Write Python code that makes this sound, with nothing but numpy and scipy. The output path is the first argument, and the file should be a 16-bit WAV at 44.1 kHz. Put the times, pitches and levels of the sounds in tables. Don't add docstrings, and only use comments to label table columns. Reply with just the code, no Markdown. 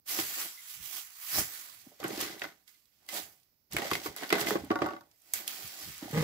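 import sys
import numpy as np
from scipy import signal
from scipy.fft import rfft, irfft
from scipy.io import wavfile
from scipy.ndimage import uniform_filter1d, map_coordinates

SR = 44100
rng = np.random.default_rng(int(sys.argv[2]) if len(sys.argv) > 2 else 0)


def to_linear_factor(level_db):
    exponent = np.asarray(level_db, float) / 20
    return 10 ** exponent


def wav_record(signal):
    frames = np.transpose(np.atleast_2d(signal))
    bounded = np.clip(frames, -1, 1)
    quanta = np.round(bounded * 32767).astype(np.int16)
    wavfile.write(sys.argv[1], SR, quanta)


N = 274743

# f/Hz, density/dB
HUSH = [(15, -34.5), (25, -7.5), (80, 3.5), (560, -8), (1840, -17.5), (2050, -13), (3250, -18.5),
        (5140, -7), (7710, -20.5), (8590, -28), (11900, -6.5), (16000, -7)]
HUSH_DB = -76
# f/Hz, share/0-1
LIKENESS = [(30, .8), (80, 0.8), (250, 0.9), (500, .55), (1200, 0.5), (3000, 0)]
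GRABS_S = (0.064, 1.998, 3.087, 3.712, 4.702, 5.334)
GRAB_RISE_S = 0.012
# t/s, peak/dB, 20 dB rise/s, 20 dB fall/s
SQUEEZES = [(0.094, -34, .031, .35), (0.198, -32, .08, .1), (0.42, -34, .35, .13), (0.748, -46, .6, .1),
            (0.86, -44, .11, .3), (0.97, -39.5, .2, .13), (1.39, -28, .185, .1), (1.556, -42.5, .3, .33),
            (2.14, -47.5, .25, .3), (2.206, -37.5, .03, .15), (2.436, -52.5, .1, .11),
            (2.68, -63, .02, .22), (3.06, -71, .35, .2), (3.1, -52, .1, .2), (3.168, -37.5, .1, .11),
            (3.33, -67, .1, .22), (3.728, -49.5, .025, .4), (3.85, -48, .12, .3), (3.942, -44, .15, .14),
            (4.054, -42, .04, .07), (4.172, -48, .01, .4), (4.8, -64, .3, .45), (4.413, -34.5, .055, .037),
            (4.489, -37, .05, .095), (4.6, -59, .05, .2), (5.325, -58, .2, .1), (5.345, -37, .01, .14),
            (5.485, -41.5, .04, .6), (5.834, -46.5, .25, .45), (6.23, -43.5, .27, .3)]
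# t/s, left minus right/dB, thick film level/dB
BAG_PLACE = [(0.0, -4.5, -15), (0.5, -2.0, -12), (0.87, -11.5, -26), (1.32, -4, -19), (1.86, -9, -9),
             (2.08, -1.5, 1.5), (2.53, -3.5, -2.5), (2.6, -17, -11), (3.07, -6, -1.5), (3.3, -10, -14),
             (3.66, -4, 1), (4.89, -3.5, 0), (5.15, -7, -13), (6.23, -2.5, -0.5)]
# f/Hz, density/dB
FILM = [(300, -37), (800, -12), (1200, -5.5), (2000, -3.5), (3500, -3), (6000, -2), (12000, 0.5),
        (16000, -2)]
# t/s, peak/dB, 20 dB rise/s, 20 dB fall/s, hard edge level/dB
SLIDES = [(0.11, -49, .04, .3, 8), (0.194, -43, .06, .05, -4), (0.46, -51, .5, .053, 6),
          (0.98, -61, .2, .06, -1), (1.39, -36.5, .065, .055, -11), (1.48, -63, .05, .42, 10),
          (1.868, -68, .09, .4, -8), (2.002, -48, .01, .3, -10), (2.058, -41, .1, .25, 0),
          (2.27, -48, .3, .18, 8), (2.42, -46, .013, .1, 9), (2.452, -45, .05, .05, 4),
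          (3.164, -43.5, .085, .113, 3), (3.05, -70, .1, .1, -2), (3.8, -37, .07, .33, 2),
          (4.235, -40, .075, .05, 8), (4.33, -28, .012, .075, 5), (4.306, -40, .01, .1, 6),
          (4.37, -37, .05, .26, 3), (4.548, -39, .3, .13, 0), (4.705, -37, .01, .083, -3),
          (4.822, -33, .03, .135, -7), (5.31, -67, .11, .1, 0), (5.345, -54, .03, .8, 5),
          (5.6, -54, .1, .12, 0), (5.82, -57, .15, .15, 3), (4.95, -49, .15, .075, -3),
          (4.44, -42, .1, .1, 5), (6.022, -50, .02, .4, 3)]
# f/Hz, width/Hz, level/dB
PANEL = [(156, 47, -13), (257, 94, -7.5), (335, 50, -1), (415, 55, -4.5), (560, 76, -5), (790, 230, -6.5)]
# f/Hz, width/Hz, level/dB
EDGE = [(1150, 150, -2.5), (1530, 200, 3), (2060, 200, 4), (2500, 200, -4.5), (3600, 1500, -6)]
# t/s, peak/dB, 20 dB rise/s
LEANS = [(0.14, -71, .12), (0.24, -61, .08), (0.81, -60, .07), (1.4, -43, .06), (1.8, -76, .35),
         (2.03, -63, .12), (2.22, -57, .12), (2.45, -66, .08), (3.23, -65.5, .1), (3.76, -48, .07),
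         (3.94, -51, .07), (4.08, -50, .05), (4.45, -53, .05), (4.62, -57, .25), (4.87, -60.5, .18),
         (5.36, -71, .17), (5.65, -57, .06), (5.89, -53, .075), (6.21, -46, .13)]
LEAN_FALL_PER_RISE = 1.15
# t/s, peak/dB, f/Hz, t60/s
BUMPS = [(0.187, -29.5, 328, 0.083), (1.867, -43, 262, 0.061), (1.916, -51.5, 594, 0.094),
         (2.0, -35.5, 570, 0.074), (2.029, -33.5, 374, 0.1), (2.045, -26.5, 362, 0.09),
         (2.087, -28.5, 390, 0.077), (2.103, -30, 400, .07), (2.129, -34, 290, 0.07),
         (2.176, -32, 330, 0.07), (2.19, -33, 340, .07), (2.224, -28.5, 351, 0.06), (2.268, -40, 300, .07),
         (2.298, -38, 350, .06), (2.327, -43, 320, 0.06), (2.343, -43, 350, .06), (2.362, -44, 380, .08),
         (2.439, -46, 574, 0.13), (3.732, -37, 149, 0.12), (3.745, -31, 337, 0.1), (3.787, -32, 370, .08),
         (3.818, -31, 400, .06), (3.849, -30, 580, 0.11), (3.915, -26, 390, 0.15),
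         (4.057, -28.5, 362, 0.13), (4.325, -15, 369.5, 0.1), (4.343, -26, 480, .07), (4.41, -27, 350, .07),
         (4.465, -27, 350, .06), (4.483, -24, 334, 0.054), (4.512, -22, 409, 0.096),
         (4.554, -18, 366, 0.069), (4.635, -35.5, 285, 0.12), (4.705, -14.5, 317, 0.064),
         (4.817, -17, 335, 0.12), (5.873, -39.5, 149, 0.065), (5.873, -44, 300, .06),
         (6.024, -45, 600, .06), (6.078, -43, 740, .08), (6.024, -30.5, 283, 0.052),
         (6.054, -36.5, 275, 0.081), (6.103, -36.5, 245, 0.033), (6.128, -32, 393, 0.1)]
# t/s, peak/dB, f/Hz, t60/s
TAPS = [(0.188, -26.5, 2080, 0.052), (2.0004, -51, 912, 0.039), (2.0298, -33.5, 1210, 0.042),
        (2.0417, -27.5, 1510, 0.099), (2.2054, -31.5, 946, 0.065), (2.378, -50, 1760, 0.05),
        (2.4182, -24, 1900, 0.021), (2.441, -29, 1485, 0.046), (3.0879, -39.5, 2050, 0.059),
        (3.766, -18.5, 2210, 0.031), (3.7846, -26, 1890, 0.035), (3.819, -29, 1900, 0.05),
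        (3.8686, -31, 1920, 0.035), (3.9135, -23, 2040, 0.045), (3.9335, -21.5, 2520, 0.03),
        (3.9527, -24, 2140, 0.032), (4.06, -28.5, 1135, 0.078), (4.1635, -38.5, 1510, 0.05),
        (4.2337, -30, 1530, 0.037), (4.3035, -25, 2035, 0.067), (4.3263, -14.5, 2070, 0.045),
        (4.3534, -25.5, 2030, 0.058), (4.3828, -26, 1496, 0.041), (4.4697, -24, 2050, 0.05),
        (4.5073, -20.5, 1290, 0.019), (4.5544, -25, 1123, 0.059), (4.7039, -26, 1170, 0.096),
        (4.8185, -19.5, 1150, 0.045), (5.3368, -31, 2190, 0.049)]
# t/s,
# peak/dB, f/Hz, t60/s
RINGS = [(2.18, -38, 1750, .04), (2.245, -38, 1150, .04), (2.4182, -27, 2650, .025),
         (2.4182, -27, 1550, .03), (2.441, -32, 2050, .04), (2.677, -60, 3520, .05),
         (2.677, -60, 4150, .05), (2.745, -64, 4150, .12), (2.75, -67, 3500, .1), (2.395, -45, 3600, .03),
         (5.143, -66, 4800, .03), (3.7235, -38, 4880, .02), (3.7335, -33, 3960, .025),
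         (3.7655, -21, 1500, .05), (3.7846, -30, 2650, .03), (3.9145, -19, 1150, .05),
         (3.9135, -28, 3150, .025), (3.9335, -26, 3500, .025), (3.9335, -28, 5050, .025),
         (3.9335, -27, 2100, .05), (4.304, -28, 3500, .025), (4.304, -29, 1400, .05),
         (4.328, -19, 1520, .05), (4.3263, -22, 1150, .05), (4.3534, -27, 1500, .04),
         (4.4067, -28, 1330, .04), (4.422, -31, 2000, .05), (4.444, -31, 1500, .03),
         (4.5073, -27, 1900, .025), (4.538, -34, 3500, .025)]
RING_S = 0.3
PORTS_HZ = 1770
# t/s, peak/dB
SQUEAKS = [
    (0.5746, -52.5),
    (0.5894, -49.5),
    (2.6773, -58),
    (2.7447, -68.5),
    (3.0874, -53),
    (5.1422, -76),
]
# f/Hz, level/dB, t60/s
WRAPPER = [(2060, 3, 0.05), (2840, -13, .05), (3500, -14, 0.066), (4000, -10, 0.04), (5100, -13, 0.057),
           (7060, -10, 0.034)]
# t/s, peak/dB, dull share/dB
SNAPS = [(2.0014, -39.5, 3), (2.0393, -24.5, -13), (2.0802, -25, -35), (2.1754, -32.5, 3.5),
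         (2.205, -28, -8), (2.2129, -18.5, -12.5), (2.395, -33.5, -4), (2.4368, -32.5, -0.5),
         (2.678, -45, -4.5), (2.7423, -57, -4), (2.8556, -56, -3), (3.064, -46, -8), (3.0888, -27.5, -3.5),
         (3.141, -26, -18), (3.3997, -55, -15.5), (3.4326, -53.5, -6.5), (3.715, -38, -10.5),
         (3.7323, -21.5, -13.5), (4.4054, -18, -17.5), (4.1634, -24, -12), (5.1138, -54, 2),
         (5.219, -48, -30), (5.3363, -10, -34), (5.4781, -15.5, -8), (5.6762, -28, -20), (5.8287, -31, -17),
         (5.98, -29, -15), (6.111, -29, -11), (6.1913, -31, -7), (0.831, -36, -5), (3.7235, -32, 0),
         (4.2925, -30, -3), (4.464, -26, -3), (4.647, -36, -12), (4.866, -36, -8), (5.0091, -48, -3)]
# start/s, end/s
WRAPPED_S = (3.75, 4.52)
WRAP_DB, WRAP_DULL_DB = -0.3, -11
BOUNCE_DB, BOUNCE_DULL_DB = -15, 0
# t/s, peak/dB
BOUNCES = [
    (4.714, -22),
    (4.7565, -22),
    (4.789, -29),
    (4.819, -30.5),
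    (4.861, -26),
    (4.887, -31),
    (4.907, -33),
    (4.934, -36),
    (4.964, -39),
    (5.009, -49),
]
# f/Hz, level/dB, t60/s
HOLLOW = [(327, -1, 0.1), (575, -5, 0.15), (745, -5, .1), (908, 1, 0.082), (1134, 1.5, 0.1),
          (1290, -4, 0.07), (1414, 1, 0.06), (1495, -9.5, .1), (1817, -9, .06), (2040, -12, .05),
          (2810, -6, 0.016), (3750, -18, .03), (5000, -16, .02)]
# t/s, level/dB, jerk rate/Hz
NUDGE = [
    (6.13, -35, 153),
    (6.183, -26, 152.5),
    (6.23, -30, 150.5),
]
# f/Hz, width/Hz, level/dB
FRAME = [(150, 51, 5), (290, 120, -6), (450, 80, -1), (577, 73, -12), (830, 66, -13), (1260, 60, -18),
         (1480, 80, -24), (2040, 300, -14), (3200, 1200, -24)]
ROOM_T60_S, ROOM_DB = 0.18, -5
LEFT_LATE_SAMPLES = 5
# f/Hz, gain/dB
MIC = [(7000, 1.04), (8250, 0.4), (8500, -7.5), (8950, -5), (9300, -4.5), (10800, -0.5), (15650, 4),
       (15900, -35), (18000, -45)]


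def curve(table):
    s, *columns = np.transpose(table)
    s = np.maximum.accumulate(s)
    return [np.interp(np.arange(N) / SR, s, c) for c in columns]


def unit(x):
    return x / np.sqrt(np.mean(x ** 2))


def on_log(points):
    hz, value = np.transpose(points)
    return np.interp(np.log(np.fft.rfftfreq(N, 1 / SR) + 1), np.log(hz), value)


def colour(x, points):
    return unit(irfft(rfft(x) * to_linear_factor(on_log(points)), N))


def band(x, lo_hz, hi_hz):
    return signal.sosfilt(signal.butter(2, [lo_hz, hi_hz], "band", fs=SR, output="sos"), x)


def resonate(x, peaks):
    total = 0
    for k, (hz, width_hz, db) in enumerate(peaks):
        b, a = signal.iirpeak(hz, hz / width_hz, SR)
        total = total + (-1) ** k * to_linear_factor(db) * signal.lfilter(b, a, x)
    return unit(total)


def ports(x):
    like = np.clip(on_log(LIKENESS), 0, 1)
    a, b = rfft(x)
    mid, side = a * np.sqrt(1 + like), b * np.sqrt(1 - like)
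    return irfft(np.array([mid + side, mid - side]) / 2, N)


def panned(db, pan_db):
    return to_linear_factor(db + np.array([[0.5], [-0.5]]) * pan_db)


def add(out, s, x):
    i = int(s * SR)
    out[:, i:i + x.shape[1]] += x[:, :N - i]


def hush():
    noise = ports(rng.standard_normal((2, N)))
    return to_linear_factor(HUSH_DB) * colour(noise, HUSH) * panned(0.33, -9.0)


def clicks(per_s, scatter_db, t60_s):
    when, size = rng.random(N), rng.exponential(1, N)
    power = (when < per_s / SR) * to_linear_factor(2 * scatter_db * np.minimum(size, 4))
    power = signal.lfilter([1], [1, -1000 ** (-2 / (t60_s * SR))], power)
    return np.sqrt(power) * rng.standard_normal((2, N))


def swells(s, db, rise_s, fall_s):
    t, grabs = np.arange(0, N + 16, 16) / SR, np.array(GRABS_S)
    late = t - s[:, None]
    grab = grabs[np.searchsorted(grabs, s) - 1, None]
    slope = np.where(late < 0, late / rise_s[:, None], -late / fall_s[:, None])
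    slope = slope + np.minimum(t - grab, 0) / GRAB_RISE_S
    power = np.sum(10 ** (db[:, None] / 10 + 2 * slope), axis=0)
    return np.interp(np.arange(N) / SR, t, 10 * np.log10(power + 1e-30))


def patchy(x, patchy_db, hz, s):
    f, t, z = signal.stft(x, SR, nperseg=512)
    field = rng.standard_normal((64, 256))
    where = np.meshgrid(f / hz, t / s, indexing="ij")
    walk = map_coordinates(field, where, order=1, mode="mirror")
    return unit(signal.istft(z * to_linear_factor(patchy_db * walk), SR, nperseg=512)[1][:, :N])


def bags():
    db = swells(*np.transpose(SQUEEZES))
    pan_db, thick_db = curve(BAG_PLACE)
    thin = colour(clicks(2200, scatter_db=1.5, t60_s=0.031), FILM)
    thin = patchy(thin, patchy_db=2.5, hz=900, s=0.05)
    thick = colour(ports(clicks(2000, scatter_db=3.5, t60_s=0.022)), FILM)
    thick = unit(band(thick, 730, 6200))
    return panned(db + 0.54, pan_db) * (thin + to_linear_factor(thick_db) * thick)


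def drag():
    s, db, rise_s, fall_s, edge_db = np.transpose(SLIDES)
    panel = resonate(ports(clicks(300, scatter_db=1.0, t60_s=0.061)), PANEL)
    edge = resonate(ports(clicks(700, scatter_db=3.2, t60_s=0.014)), EDGE)
    panel = panned(swells(s, db, rise_s, fall_s) - 3.76, -7.5) * panel
    edge = panned(swells(s, db + edge_db, rise_s, fall_s) - 8.5, 0.066) * edge
    moving = np.arange(N) / SR < NUDGE[0][0]
    return moving * (panel + edge)


def weight():
    s, db, rise_s = np.transpose(LEANS)
    rumble = unit(band(ports(rng.standard_normal((2, N))), 55, 165))
    return panned(swells(s, db, rise_s, LEAN_FALL_PER_RISE * rise_s), -3.0) * rumble


def ring(hz, t60_s, luck, push_s):
    t = np.arange(int(RING_S * SR)) / SR
    phase = np.pi * luck * min(hz / PORTS_HZ, 1) * np.array([[1], [-1]])
    return np.sin(2 * np.pi * hz * t + phase) * 1000 ** (-t / t60_s) * np.minimum(t / push_s, 1)


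def knocks(table, width_oct, near_db, push_s, crack_db, pan_db):
    out, chance = np.zeros((2, N)), rng.uniform(-1, 1, (len(table), 6, 2))
    t = np.arange(int(RING_S * SR)) / SR
    noise = rng.standard_normal((len(table), 2, len(t)))
    for (s, db, hz, t60_s), draw, hiss in zip(table, chance, noise):
        x = ring(hz, t60_s, draw[0, 1], push_s)
        for shift, luck in draw[1:]:
            x = x + to_linear_factor(near_db) * ring(hz * 2 ** (width_oct * shift), 0.65 * t60_s, luck, push_s)
        like = 1 - min(hz / PORTS_HZ, 1)
        fade = 1000 ** (-t / (1.54 * t60_s)) + 0.89 * 1000 ** (-t / (0.18 * t60_s))
        crack = unit(band(hiss + like * hiss[::-1], 0.29 * hz, 1.63 * hz))
        crack = crack * fade * np.minimum(t / push_s, 1)
        add(out, s, panned(db - 5.5, pan_db) * (x + to_linear_factor(crack_db) * crack))
    return out


def bumps():
    return knocks(BUMPS, width_oct=0.22, near_db=-7.5, push_s=0.0049, crack_db=-8, pan_db=-3.5)


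def taps():
    main = knocks(TAPS, width_oct=0.5, near_db=-12, push_s=0.00021, crack_db=-5, pan_db=-1.5)
    further = knocks(RINGS, width_oct=0.15, near_db=-12, push_s=0.0004, crack_db=-14, pan_db=-2.5)
    return main + further


def struck(blows, modes, scatter_db, push_s, pan_db):
    out, chance = np.zeros((2, N)), rng.uniform(-1.04, 1, (len(blows), len(modes), 2))
    for (s, db), draw in zip(blows, chance):
        for (hz, mode_db, t60_s), (mix, luck) in zip(modes, draw):
            gain = panned(db + mode_db + scatter_db * mix, pan_db)
            add(out, s, gain * ring(hz * (1 + 0.02 * luck), t60_s, 0.7 * luck, push_s))
    return out


def wrapper():
    return to_linear_factor(3.0) * struck(SQUEAKS, WRAPPER, scatter_db=0.5, push_s=0.003, pan_db=-3.0)


def snaps():
    out, t, pan_db = np.zeros((2, N)), np.arange(2048) / SR, curve(BAG_PLACE)[0]
    start_s, end_s = WRAPPED_S
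    rows = SNAPS + [(s, db + WRAP_DB, WRAP_DULL_DB) for s, db, _, _ in TAPS if start_s < s < end_s]
    rows += [(s, db + BOUNCE_DB, BOUNCE_DULL_DB) for s, db in BOUNCES]
    noise = rng.standard_normal((len(rows), 2, len(t)))
    shape = 0.77 * 1000 ** (-t / 0.004) + 1000 ** (-t / 0.028) + to_linear_factor(-26) * 1000 ** (-t / 0.071)
    for (s, db, dull_db), hiss in zip(rows, noise):
        sharp, dull = unit(band(hiss, 6500, 13000)), unit(band(hiss, 3000, 7500))
        crack = sharp + to_linear_factor(dull_db + 4.5) * dull
        add(out, s, panned(db - 12.5, pan_db[int(s * SR)]) * shape * crack)
    return out


def hollow_piece():
    return to_linear_factor(-7.5) * struck(BOUNCES, HOLLOW, scatter_db=2.5, push_s=0.0006, pan_db=-0.5)


def nudge():
    db, hz = curve(NUDGE)
    wobble = uniform_filter1d(rng.standard_normal((2, N)), size=300) * np.sqrt(300)
    cycle = np.cumsum(hz * (1 + 0.058 * wobble[0])) / SR
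    jerks = np.diff(np.floor(cycle), prepend=0) * to_linear_factor(3.8 * wobble[1])
    grit = ports(clicks(300, scatter_db=-3, t60_s=0.031))
    frame = resonate(unit(jerks) + to_linear_factor(-1) * unit(grit), FRAME)
    moving = np.arange(N) / SR > NUDGE[0][0]
    return moving * panned(db + 0.21, -3.0) * frame


def room(near):
    t = np.arange(int(ROOM_T60_S * SR)) / SR
    smear = rng.standard_normal((2, len(t))) * 1000 ** (-t / ROOM_T60_S)
    tail = signal.fftconvolve(near.mean(axis=0)[None], smear, axes=1)[:, :N]
    return to_linear_factor(ROOM_DB) * ports(tail) / np.sqrt(ROOM_T60_S * SR / 14)


def scene():
    near = bags() + drag() + bumps() + taps() + wrapper() + snaps() + hollow_piece() + nudge()
    near = band(near, 100, 19000)
    near[0] = np.pad(near[0], (LEFT_LATE_SAMPLES, 0))[:N]
    return near + room(near) + weight() + hush()


def band_limit(x):
    return signal.sosfilt(signal.butter(12, 16200, fs=SR, output="sos"), x)


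def record(dry):
    mix = irfft(rfft(dry) * to_linear_factor(on_log(MIC)), N)
    return band_limit(mix)


dry = scene()
out = record(dry)
wav_record(out)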